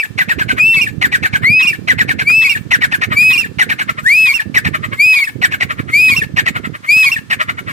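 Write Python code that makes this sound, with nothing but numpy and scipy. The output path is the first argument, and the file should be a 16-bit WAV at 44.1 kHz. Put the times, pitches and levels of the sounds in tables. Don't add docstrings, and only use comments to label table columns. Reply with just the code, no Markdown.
import sys
import numpy as np
from scipy import signal
from scipy.fft import rfft, irfft, next_fast_len
from scipy.io import wavfile
from scipy.ndimage import uniform_filter1d, map_coordinates

SR = 44100
rng = np.random.default_rng(int(sys.argv[2]) if len(sys.argv) > 2 else 0)


def level_to_linear(level):
    exponent = np.asarray(level, float) / 20
    return 10 ** exponent


def persist_wave(psi):
    counts = np.round(np.clip(psi, -1, 1) * 32767).astype(np.int16)
    wavfile.write(sys.argv[1], SR, np.atleast_2d(counts).T)


N = 340452
T = np.arange(N) / SR

# time [s], buffet level [dB].
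WIND = [(0.0, -51), (0.06, -37.5), (0.56, -21), (0.6, -31), (1.53, -23.5), (1.57, -34.5), (2.13, -21.5),
        (2.51, -37), (2.6, -29), (3.63, -30.5), (4.41, -39.5), (4.47, -28), (4.94, -28.5), (5.25, -47),
        (5.37, -29), (6.71, -28), (6.79, -41), (7.72, -29.5)]
# frequency [Hz], density [dB per Hz].
RUMBLE = [(15, -59), (25, -37), (107, 0.5), (258, -6.5), (500, -18.5), (618, -27), (788, -34), (1140, -58),
          (1200, -67), (1560, -85.5), (2640, -120)]
# time [s], peak [dB].
PUFFS = [(0.106, -22.5), (0.372, -16), (0.469, -19), (0.534, -16), (0.694, -24), (0.913, -20),
         (0.979, -12.5), (1.334, -14.5), (1.436, -27), (1.5, -13.5), (1.969, -16), (2.609, -19), (2.7, -23),
         (3.214, -22.5), (3.47, -32), (3.573, -17.5), (3.919, -26), (4.031, -21.5), (4.152, -31),
         (4.472, -20.5), (4.657, -13), (4.669, -12), (4.725, -21), (4.884, -19), (6.264, -21),
         (6.339, -13.5), (6.441, -24), (7.188, -24)]
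# frequency [Hz], density [dB per Hz].
FAR_LEAVES = [(200, -32), (600, -15), (1200, -6), (2500, -12.5), (3200, -12.5), (8000, -19.5), (15000, -31)]
# delay [ms], level [dB].
BRANCHES = [
    [(2.3, -30), (6.5, -19), (11, -19.5), (19, -25.5)],
    [(3.1, -17), (8.2, -15.5), (13, -18.5), (23, -33.5)],
]
# frequency [Hz], time to fall 60 dB [s].
TREE_DECAY = [(500, .2), (1800, .33), (2400, .32), (2800, .24), (5000, .2), (12000, .1)]

# multiple of the pitch, level [dB].
OVERTONES = [(3, -39), (4, -34), (5, -36), (6, -38)]

# start [s], start pitch [Hz], crest [s], crest pitch [Hz].
CLIMBS = [
    (-0.23, 2430, -0.115, 2690),
    (0.598, 2431, 0.709, 2690),
    (1.447, 1975, 1.587, 2560),
    (2.274, 2305, 2.394, 2637),
    (3.17, 2290, 3.279, 2548),
    (4.062, 1735, 4.207, 2590),
    (4.998, 2244, 5.099, 2560),
    (5.936, 2192, 6.058, 2550),
    (6.891, 2248, 6.985, 2569),
]
# end [s], end pitch [Hz], level [dB], second overtone [dB], haze [dB].
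DESCENTS = [
    (0.012, 2340, -9, -30, -2),
    (0.838, 2371, -8, -27.5, -3.5),
    (1.706, 2338, -8, -21.5, -6),
    (2.525, 2261, -8, -21, -1.5),
    (3.38, 2387, -7.5, -21, 1.5),
    (4.32, 2294, -7.5, -22, 0.5),
    (5.236, 2131, -7, -19, -0.5),
    (6.135, 2345, -7.5, -20, 1.5),
    (7.085, 2390, -7, -18.5, 1.5),
]
# third overtone [dB], higher overtones [dB].
BRIGHT = [
    (4, -4),
    (12, -8),
    (-3, -3),
    (3, 0),
    (4, 2),
    (-3, 2),
    (3, 3),
    (2, 3),
    (3, 3),
]
# time from its start [s], level [dB].
SWELL = [(-.034, -34), (-.008, -14), (0.002, 1.2), (.04, 0.2)]
# time from the held note [s], level [dB].
YIELD = [(-.035, -0.4), (-.004, -2.2), (.006, -4.6)]
# time from its end [s], level [dB].
TIRE = [(.004, -6), (.017, -42)]
# frequency [Hz], density [dB per Hz].
WHISTLER_HAZE = [(300, -26), (1000, -5), (1500, -6), (2500, 3), (3500, 0), (4300, -2), (5000, -2),
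                 (5900, -7), (8500, 0), (11500, -4), (14500, -1)]
# frequency [Hz], left minus right [dB].
LEAN = [(3000, -1.5), (10000, -1.2), (12500, 9), (15000, 11)]

# start [s], rasp [dB], tone [Hz], tone length [s], tone [dB].
OPENERS = [
    (0.176, -7, 2050, 0.031, -7),
    (1.011, -6, 2050, 0.034, -7),
    (1.872, -7.5, 2055, 0.035, -6.5),
    (2.705, -6, 2050, 0.034, -5),
    (3.583, -6.5, 2030, 0.031, -5.5),
    (4.541, -8.5, 2020, 0.027, -5),
    (5.413, -9, 1960, 0.028, -4),
    (6.361, -9.5, 1900, 0.021, -5.5),
    (7.298, -10, 1910, 0.021, -7.5),
]
# start [s], rasp [dB], tone [Hz], tone length [s], tone [dB].
FOLLOWERS = [(0.281, -11, 1910, 0.028, -7.5), (0.382, -11, 1760, 0.026, -11), (0.48, -12, 1580, 0.021, -9),
             (1.114, -10.5, 1960, 0.029, -7), (1.223, -9, 1860, 0.024, -8), (1.325, -11.5, 1720, 0.021, -9),
             (1.977, -10, 1984, 0.029, -7), (2.078, -10, 1870, 0.026, -9.5),
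             (2.183, -9.5, 1740, 0.022, -12), (2.807, -10.5, 1950, 0.028, -5.5),
             (2.91, -11, 1850, 0.028, -9), (3.01, -9, 1900, 0.016, -7.5), (3.687, -9.5, 1870, 0.023, -9),
             (3.782, -11, 1760, 0.022, -11), (4.643, -9.5, 1880, 0.016, -12),
             (5.508, -14, 1770, 0.022, -12), (5.6, -11, 2010, 0.016, -8.5), (6.455, -11, 2000, 0.016, -9.5)]
# start [s], length [s], level [dB].
TRAILERS = [(0.565, 0.04, -14.5), (1.419, 0.039, -16.5), (2.281, 0.038, -18.5), (3.103, 0.051, -13),
            (3.211, 0.032, -28), (3.877, 0.039, -13), (3.969, 0.043, -19), (4.076, 0.039, -30),
            (4.731, 0.042, -12.5), (4.824, 0.045, -17.5), (4.913, 0.045, -18), (5.689, 0.045, -16),
            (5.774, 0.046, -21), (5.872, 0.05, -25), (6.544, 0.044, -15.5), (6.632, 0.045, -20),
            (6.732, 0.038, -23.5), (6.828, 0.045, -27), (7.39, 0.047, -12.5), (7.477, 0.041, -14.5),
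            (7.571, 0.034, -20), (7.663, 0.068, -23)]
# held note start [s], length [s], pitch [Hz], level [dB], grunt [dB].
HELD = [
    (0.766, 0.029, 2260, -12, -35),
    (1.626, 0.024, 2760, -9, -32.5),
    (2.447, 0.031, 2256, -10, -36),
    (3.332, 0.023, 2800.0, -8.5, -33.5),
    (4.288, 0.033, 2240.0, -11, -32.5),
    (5.16, 0.034, 2253, -12, -35.5),
    (5.211, 0.034, 2240, -14, -50),
    (6.115, 0.031, 2250.0, -11.5, -31),
    (7.06, 0.033, 2250.0, -9.5, -30.5),
]
# start [s], time on top [s], top pitch [Hz], top level [dB], landing level [dB].
LEAPS = [
    (-0.025, 0.056, 2740, -10, -12),
    (0.811, 0.057, 2797, -10.5, -13),
    (1.67, 0.06, 2790, -9.5, -16),
    (2.493, 0.059, 2794, -9, -10.5),
    (3.376, 0.066, 2780, -8.5, -15),
    (4.338, 0.058, 2774, -9, -9),
    (5.238, 0.034, 2620, -19.5, -14),
    (6.163, 0.054, 2760, -9.5, -9),
    (7.116, 0.048, 2750, -12, -12.5),
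]
# resonance [Hz], width [Hz], level [dB].
THROAT = [(580, 404, -22), (1280, 300, -1), (1650, 700, -1), (2250, 600, 3.5), (2883, 646, -3),
          (4000, 1020, -12)]
# resonance [Hz], width [Hz], level [dB].
SLACK_THROAT = [(620, 300, -16), (1000, 340, -4), (1350, 380, 4), (2030, 400, 4), (2900, 700, -6),
                (3900, 1000, -14)]
# resonance [Hz], width [Hz], level [dB].
OPEN_BEAK = [(1190, 168, 0.5), (2000, 158, 8.5), (3520, 590, 5.5), (4000, 770, 2)]
# frequency [Hz], density [dB per Hz].
RATTLER_HAZE = [(300, -21), (800, -6), (1300, -1.5), (2500, 1), (3800, -1), (5500, -9), (7500, -5),
                (10000, -9.5), (15000, -8)]
# centre [Hz], width [Hz], depth [dB].
SHADOWS = [
    [(1650, 110, -7), (2785, 300, -14), (3400, 600, -7), (5560, 300, -7)],
    [(1835, 120, -6), (2560, 120, -4), (5250, 250, -4)],
]
# time [s], share of shadow.
SHADED = [(4.5, .99), (6.2, .6), (7.0, .1)]
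# frequency [Hz], extra level needed to sound [dB].
BAND_HANDICAP = [(900, 0), (1500, 6), (2000, 0), (4000, 0), (5900, 7), (7000, 0), (10500, 4), (15000, 2)]

WAVER_HZ, WHISTLE_LAG_MS, WHISTLE_PAN_DB = 7, .41, 2.5
LEAD_S, LEAD_DB = .03, -15
SAG_HZ_PER_S, STEADY_S, REST_HZ = 26000, .008, 1420
LOCK_S, STRONG_HZ, SLACK_HZ = .0215, 945, 660
OPENER_ONSET, FOLLOWER_ONSET = .22, .36
UNDER_DB, CLEARS_DB_PER_S = -5, 600
LANDING_HZ = 1760
TOP_HZ = 15550


def unit(x):
    return x / np.sqrt(np.mean(x ** 2) + 1e-20)


def wobble(rate):
    return map_coordinates(rng.standard_normal(int(N * rate / SR) + 4), [T * rate])


def filtered(x, response):
    m = next_fast_len(N + 8192)
    return irfft(rfft(x, m) * response(np.fft.rfftfreq(m, 1 / SR)), m)[..., :N]


def along(points, hz):
    f, v = np.transpose(points)
    return np.interp(np.log(hz + 1), np.log(f + 1), v)


def hiss(spectrum):
    return unit(filtered(rng.standard_normal((2, N)), lambda hz: level_to_linear(along(spectrum, hz))))


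def far_leaves():
    return level_to_linear(-48 + .8 * wobble(3.324)) * hiss(FAR_LEAVES)


def wind():
    s, db = np.transpose(WIND)
    gusts = np.array([wobble(80), wobble(120)])
    eddies = rng.standard_normal((2, N)) * level_to_linear(5.34 * gusts)
    rumble = unit(filtered(eddies, lambda hz: level_to_linear(along(RUMBLE, hz))))
    buffet = rumble * level_to_linear(np.interp(T, s, db) + [[-12.5], [4]])
    for s, db in PUFFS:
        u = (T - s - .004) / 0.0016
        buffet[1] += level_to_linear(db + 8) * (1 - u * u) * np.exp(-u * u / 2)
    return buffet


def tree(x):
    hz, t, z = signal.stft(rng.standard_normal((2, SR // 2)), SR, nperseg=256)
    decay = level_to_linear(-60 * t / along(TREE_DECAY, hz)[:, None])
    tail = signal.istft(z * decay, SR, nperseg=256)[1]
    answer = level_to_linear(-24.5) * np.pad(tail / np.linalg.norm(tail[0]), ((0, 0), (400, 0)))
    for port, echoes in enumerate(BRANCHES):
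        for ms, db in echoes:
            answer[port, round(ms * SR / 1000)] += level_to_linear(db)
    return signal.fftconvolve(x, answer, axes=1)[:, :N]


def shade(x):
    def dip(f, centre, width, db):
        return 1 - (1 - level_to_linear(db)) * 1j * f * width / (centre * centre - f * f + 1j * f * width)

    def dips(f):
        return [np.prod([dip(f, *row) for row in port], axis=0) for port in SHADOWS]

    share = np.clip(np.interp(T, *np.transpose(SHADED)), 0, 1)
    return share * filtered(x, dips) + (1 - share) * x


def linger(power, rise_s, fall_s):
    t = np.arange(SR // 4) / SR
    shape = np.exp(-t / fall_s) - np.exp(-t / rise_s)
    return np.abs(signal.fftconvolve(power, shape[None] / shape.sum(), axes=1))[:, :N]


def swelling_noise(voice, spectrum, level_db, fall_s, growth):
    _, _, z = signal.stft(hiss(spectrum), nperseg=512)
    field = uniform_filter1d(rng.standard_normal(z.shape[1:]), size=10, axis=0)
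    field = uniform_filter1d(field, size=5, axis=1)
    patchy = unit(signal.istft(z * level_to_linear(3 * unit(field)), nperseg=512)[1][:, :N])
    return level_to_linear(level_db) * linger(voice ** 2, rise_s=3 / 1000, fall_s=fall_s) ** growth * patchy


def whistler_haze(arches):
    ends, *_, haze_db = np.transpose(DESCENTS)
    lead = level_to_linear(LEAD_DB) * np.roll(arches, -int(LEAD_S * SR), axis=1)
    noise = swelling_noise(arches + lead, WHISTLER_HAZE, level_db=-22, fall_s=0.014, growth=0.35)
    noise = filtered(noise, lambda hz: level_to_linear(along(LEAN, hz) * [[.3], [-.7]]))
    return level_to_linear(np.interp(T, ends - .1, haze_db)) * noise


def rattler_haze(rattle):
    return swelling_noise(rattle, RATTLER_HAZE, level_db=-18, fall_s=0.0045, growth=0.48)


def add_note(mix, rows, lag_ms, pan_db, second_db, upper_db, smooth_s, third_db=0, thin=.55):
    s, hz, db = np.transpose(rows)
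    span = slice(max(int(s[0] * SR), 0), max(int(s[-1] * SR), 1))
    t = T[span]
    pitch = uniform_filter1d(np.interp(t, s, hz), int(smooth_s * SR) + 1)
    cycles = np.cumsum(pitch) / SR - pitch * np.array([[lag_ms / 1000], [0]])
    level = np.interp(t, s, db)
    weak_db = thin * (level - db.max())
    partials = [(1, 0), (2, second_db)]
    partials += [(k, g + upper_db + (k == 3) * third_db) for k, g in OVERTONES]
    wave = 0
    for k, g in partials:
        drift = np.interp(t, np.linspace(s[0], s[-1], num=7), rng.normal(0, 1.9, size=7))
        fade = min(k - 1, 2) / 2 * drift
        wave = wave + level_to_linear(g + fade + (k > 1) * weak_db) * np.sin(2 * np.pi * k * cycles)
    mix[:, span] += np.sqrt(2) * level_to_linear(level + [[pan_db / 2], [-pan_db / 2]]) * wave


def whistler():
    mix = np.zeros((2, N))
    for climb, descent, (third_db, upper_db) in zip(CLIMBS, DESCENTS, BRIGHT):
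        start, start_hz, crest, crest_hz = climb
        end, end_hz, db, second_db, _ = descent
        entry = min([end - .02] + [row[0] for row in HELD if row[0] > crest])
        shape = np.vstack([np.add(SWELL, [start, db]), np.add(YIELD, [entry, db]), np.add(TIRE, [end, db])])
        s = np.linspace(shape[0, 0], shape[-1, 0], num=150)
        rise = (crest_hz - start_hz) / (crest - start) ** 2
        fall = (crest_hz - end_hz) / (end - crest) ** 2
        arch = crest_hz - np.where(s < crest, rise, fall) * (s - crest) ** 2
        waver = WAVER_HZ * np.interp(s, s[::15], rng.standard_normal(size=10))
        rows = np.transpose([s, arch + waver, np.interp(s, *shape.T)])
        add_note(mix, rows, WHISTLE_LAG_MS, WHISTLE_PAN_DB, second_db, upper_db, smooth_s=0.012,
                 third_db=third_db, thin=.4)
    return mix * level_to_linear(0.45 * wobble(47))


def rasp(bursts, tract, jitter, noise, onset=.4, swell_s=.02):
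    effort, pitch = np.zeros(N), np.full(N, 500.)
    for s, length, db, hz in bursts:
        span = slice(max(int(s * SR), 0), max(int((s + length + .01) * SR), 1))
        t = T[span] - s
        peak = min(length, swell_s)
        knots = [0, onset * peak, .9 * peak, max(length - .018, peak), length + .01]
        effort[span] += level_to_linear(db + np.interp(t, knots, [-26, -10, 0, -2, -26]))
        glide = np.interp(t, [0, .018, .05], [.8 * min(hz, 600), hz, .84 * hz])
        pitch[span] = glide * (1 + .05 * rng.standard_normal())
    unsteady = 1 + jitter * pitch / 600 * wobble(700)
    cycles = np.cumsum(pitch * unsteady) / SR
    slaps = np.diff(np.floor(cycles), prepend=0) * level_to_linear(1.8 * rng.standard_normal(N))
    leak = np.clip(noise * pitch / 700, 0, 1)
    source = (1 - leak) * unit(slaps) + leak * rng.standard_normal(N)

    def throat(f):
        modes = sum((-1) ** k * level_to_linear(db) * 1j * f * w / (c * c - f * f + 1j * f * w)
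                    for k, (c, w, db) in enumerate(tract))
        return modes / (1 + 1j * f / 3000)

    voice = effort * unit(filtered(source, throat))
    return np.array([level_to_linear(4.0) * np.roll(voice, 15), level_to_linear(2.5) * voice])


def chucks():
    mix, bursts = np.zeros((2, N)), []
    for s, rasp_db, hz, length, db in list(OPENERS) + list(FOLLOWERS):
        end_hz = max(hz - SAG_HZ_PER_S * (length - STEADY_S), REST_HZ)
        wait = min(LOCK_S, length)
        rows = [(-.005, .96 * hz, db - 18), (.001, hz, db - 4), (STEADY_S, .98 * hz, db),
                (.45 * length, .7 * hz + .3 * end_hz, db + 3),
                (.8 * length, .27 * hz + .73 * end_hz, db - 1),
                (length - .002, end_hz, db - 9), (length + .005, .97 * end_hz, db - 26)]
        add_note(mix, np.add(rows, [s + wait, 0, 0]), lag_ms=.345, pan_db=1.2, second_db=-20.5,
                 upper_db=-18, smooth_s=.003)
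        under_db = db + UNDER_DB - CLEARS_DB_PER_S * (length - .016)
        bursts += [(s, wait - .004, rasp_db - 3.5, STRONG_HZ), (s + wait - .003, length + .012, under_db, 780)]
    split = 2 * len(OPENERS)
    slack = [(s - .002, length, db, SLACK_HZ) for s, length, db in TRAILERS]
    tones = mix * level_to_linear(1.2 * wobble(140))
    opening = rasp(bursts[:split], THROAT, jitter=.1, noise=.45, onset=OPENER_ONSET)
    following = rasp(bursts[split:], THROAT, jitter=.1, noise=.45, onset=FOLLOWER_ONSET)
    trailing = rasp(slack, SLACK_THROAT, jitter=.07, noise=.42, onset=.45, swell_s=.024)
    return tones + opening + following + trailing


def held_notes():
    mix, hoarse = np.zeros((2, N)), []
    for s, length, hz, db, grunt_db in HELD:
        hoarse += [(s - .038, .036, db - 10.5, 1000), (s + length - .008, .022, db - 24, 1050)]
        note = [(-.004, .95 * hz, db - 20), (.002, 1.01 * hz, db + 1), (length - .008, .98 * hz, db),
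                (length - .003, .96 * hz, db - 4), (length + .004, 2050, db - 24)]
        add_note(mix, np.add(note, [s, 0, 0]), lag_ms=0.356, pan_db=1, second_db=-15.5, upper_db=2,
                 smooth_s=.002, third_db=8)
        pip = [(-.034, 2020, -16), (-.03, 1960, 0), (-.026, 1840, -1), (-.022, 1700, -16)]
        add_note(mix, np.add(pip, [s, 0, grunt_db + 13]), lag_ms=.35, pan_db=-2, second_db=-4, upper_db=3,
                 smooth_s=.002)
        grunt = [(0, 1200, grunt_db - 18.5), (.005, 1050, grunt_db), (.014, 1080, grunt_db),
                 (.021, 1130, grunt_db - 3)]
        for start, loud_db, third_db in ((s - .022, 6, 14), (s + length - .002, 2.5, 4)):
            add_note(mix, np.add(grunt, [start, 0, loud_db]), lag_ms=0.285, pan_db=-4, second_db=-1.5,
                     upper_db=25, smooth_s=.003, third_db=third_db)
    return mix + rasp(hoarse, OPEN_BEAK, jitter=.08, noise=0.73)


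def leaps():
    flight, ends, low_hz = np.zeros((2, N)), [], LANDING_HZ
    for s, top, hz, db, low_db in LEAPS:
        leap = [(-.008, .82 * hz, db - 22), (0, .86 * hz, db - 11), (.003, .99 * hz, db + 1.5),
                (.2 * top, hz, db + 2.5), (.4 * top, .985 * hz, db + 1.5), (.58 * top, .95 * hz, db - 5),
                (.72 * top, .92 * hz, db - 14), (.9 * top, .86 * hz, db - 11), (top, .78 * hz, db - 24)]
        add_note(flight, np.add(leap, [s, 0, 0]), lag_ms=0.391, pan_db=-1, second_db=-15.5, upper_db=3,
                 smooth_s=0.0032, third_db=9, thin=.45)
        landing = [(-.004, 1.14 * low_hz, -18), (.002, 1.03 * low_hz, -1), (.006, low_hz, 0),
                   (.012, .94 * low_hz, -3), (.015, .96 * low_hz, -14), (.019, 1.03 * low_hz, -7),
                   (.024, .96 * low_hz, -13), (.036, .99 * low_hz, -26)]
        add_note(flight, np.add(landing, [s + top, 0, low_db]), lag_ms=.37, pan_db=1.5, second_db=-24,
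                 upper_db=3, smooth_s=.002)
        ends.append((s + top + .008, .02, low_db - 16, 850))
    cracked = flight * level_to_linear(1.7 * wobble(200))
    return cracked + rasp(ends, THROAT, jitter=0.046, noise=0.24)


def scene():
    arches = whistler()
    rattle = shade(chucks() + held_notes() + leaps())
    noise = whistler_haze(arches) + rattler_haze(rattle)
    echoes = tree(level_to_linear(-3) * arches + rattle)
    return far_leaves() + wind() + echoes + noise + arches + rattle


def hush_faint_bands(x, reach_db, chance_db):
    hz, _, z = signal.stft(x, SR, nperseg=1024)
    level = 10 * np.log10(uniform_filter1d(np.abs(z) ** 2, size=9, axis=1) + 1e-14)
    band = (14 * np.log(1 + hz / 1500)).astype(int)
    luck = uniform_filter1d(rng.standard_normal((band[-1] + 1, z.shape[2])), size=6, axis=1)
    luck = unit(luck)[band]
    below_db = level - level.max(1, keepdims=True)
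    margin = below_db + reach_db + chance_db * luck - along(BAND_HANDICAP, hz)[:, None]
    keep = np.clip(margin / 3, .03, 1) * (hz < TOP_HZ)[:, None]
    return signal.istft(z * keep, SR, nperseg=1024)[1][:, :N]


def low_pass(x):
    return signal.sosfilt(signal.butter(12, 16400, fs=SR, output="sos"), x)


def record(dry):
    held = dry / (1 + np.abs(dry / 0.88) ** 6) ** (1 / 6)
    mix = hush_faint_bands(held, reach_db=49.5, chance_db=7.5)
    return low_pass(mix)


dry = scene()
out = record(dry)
persist_wave(out)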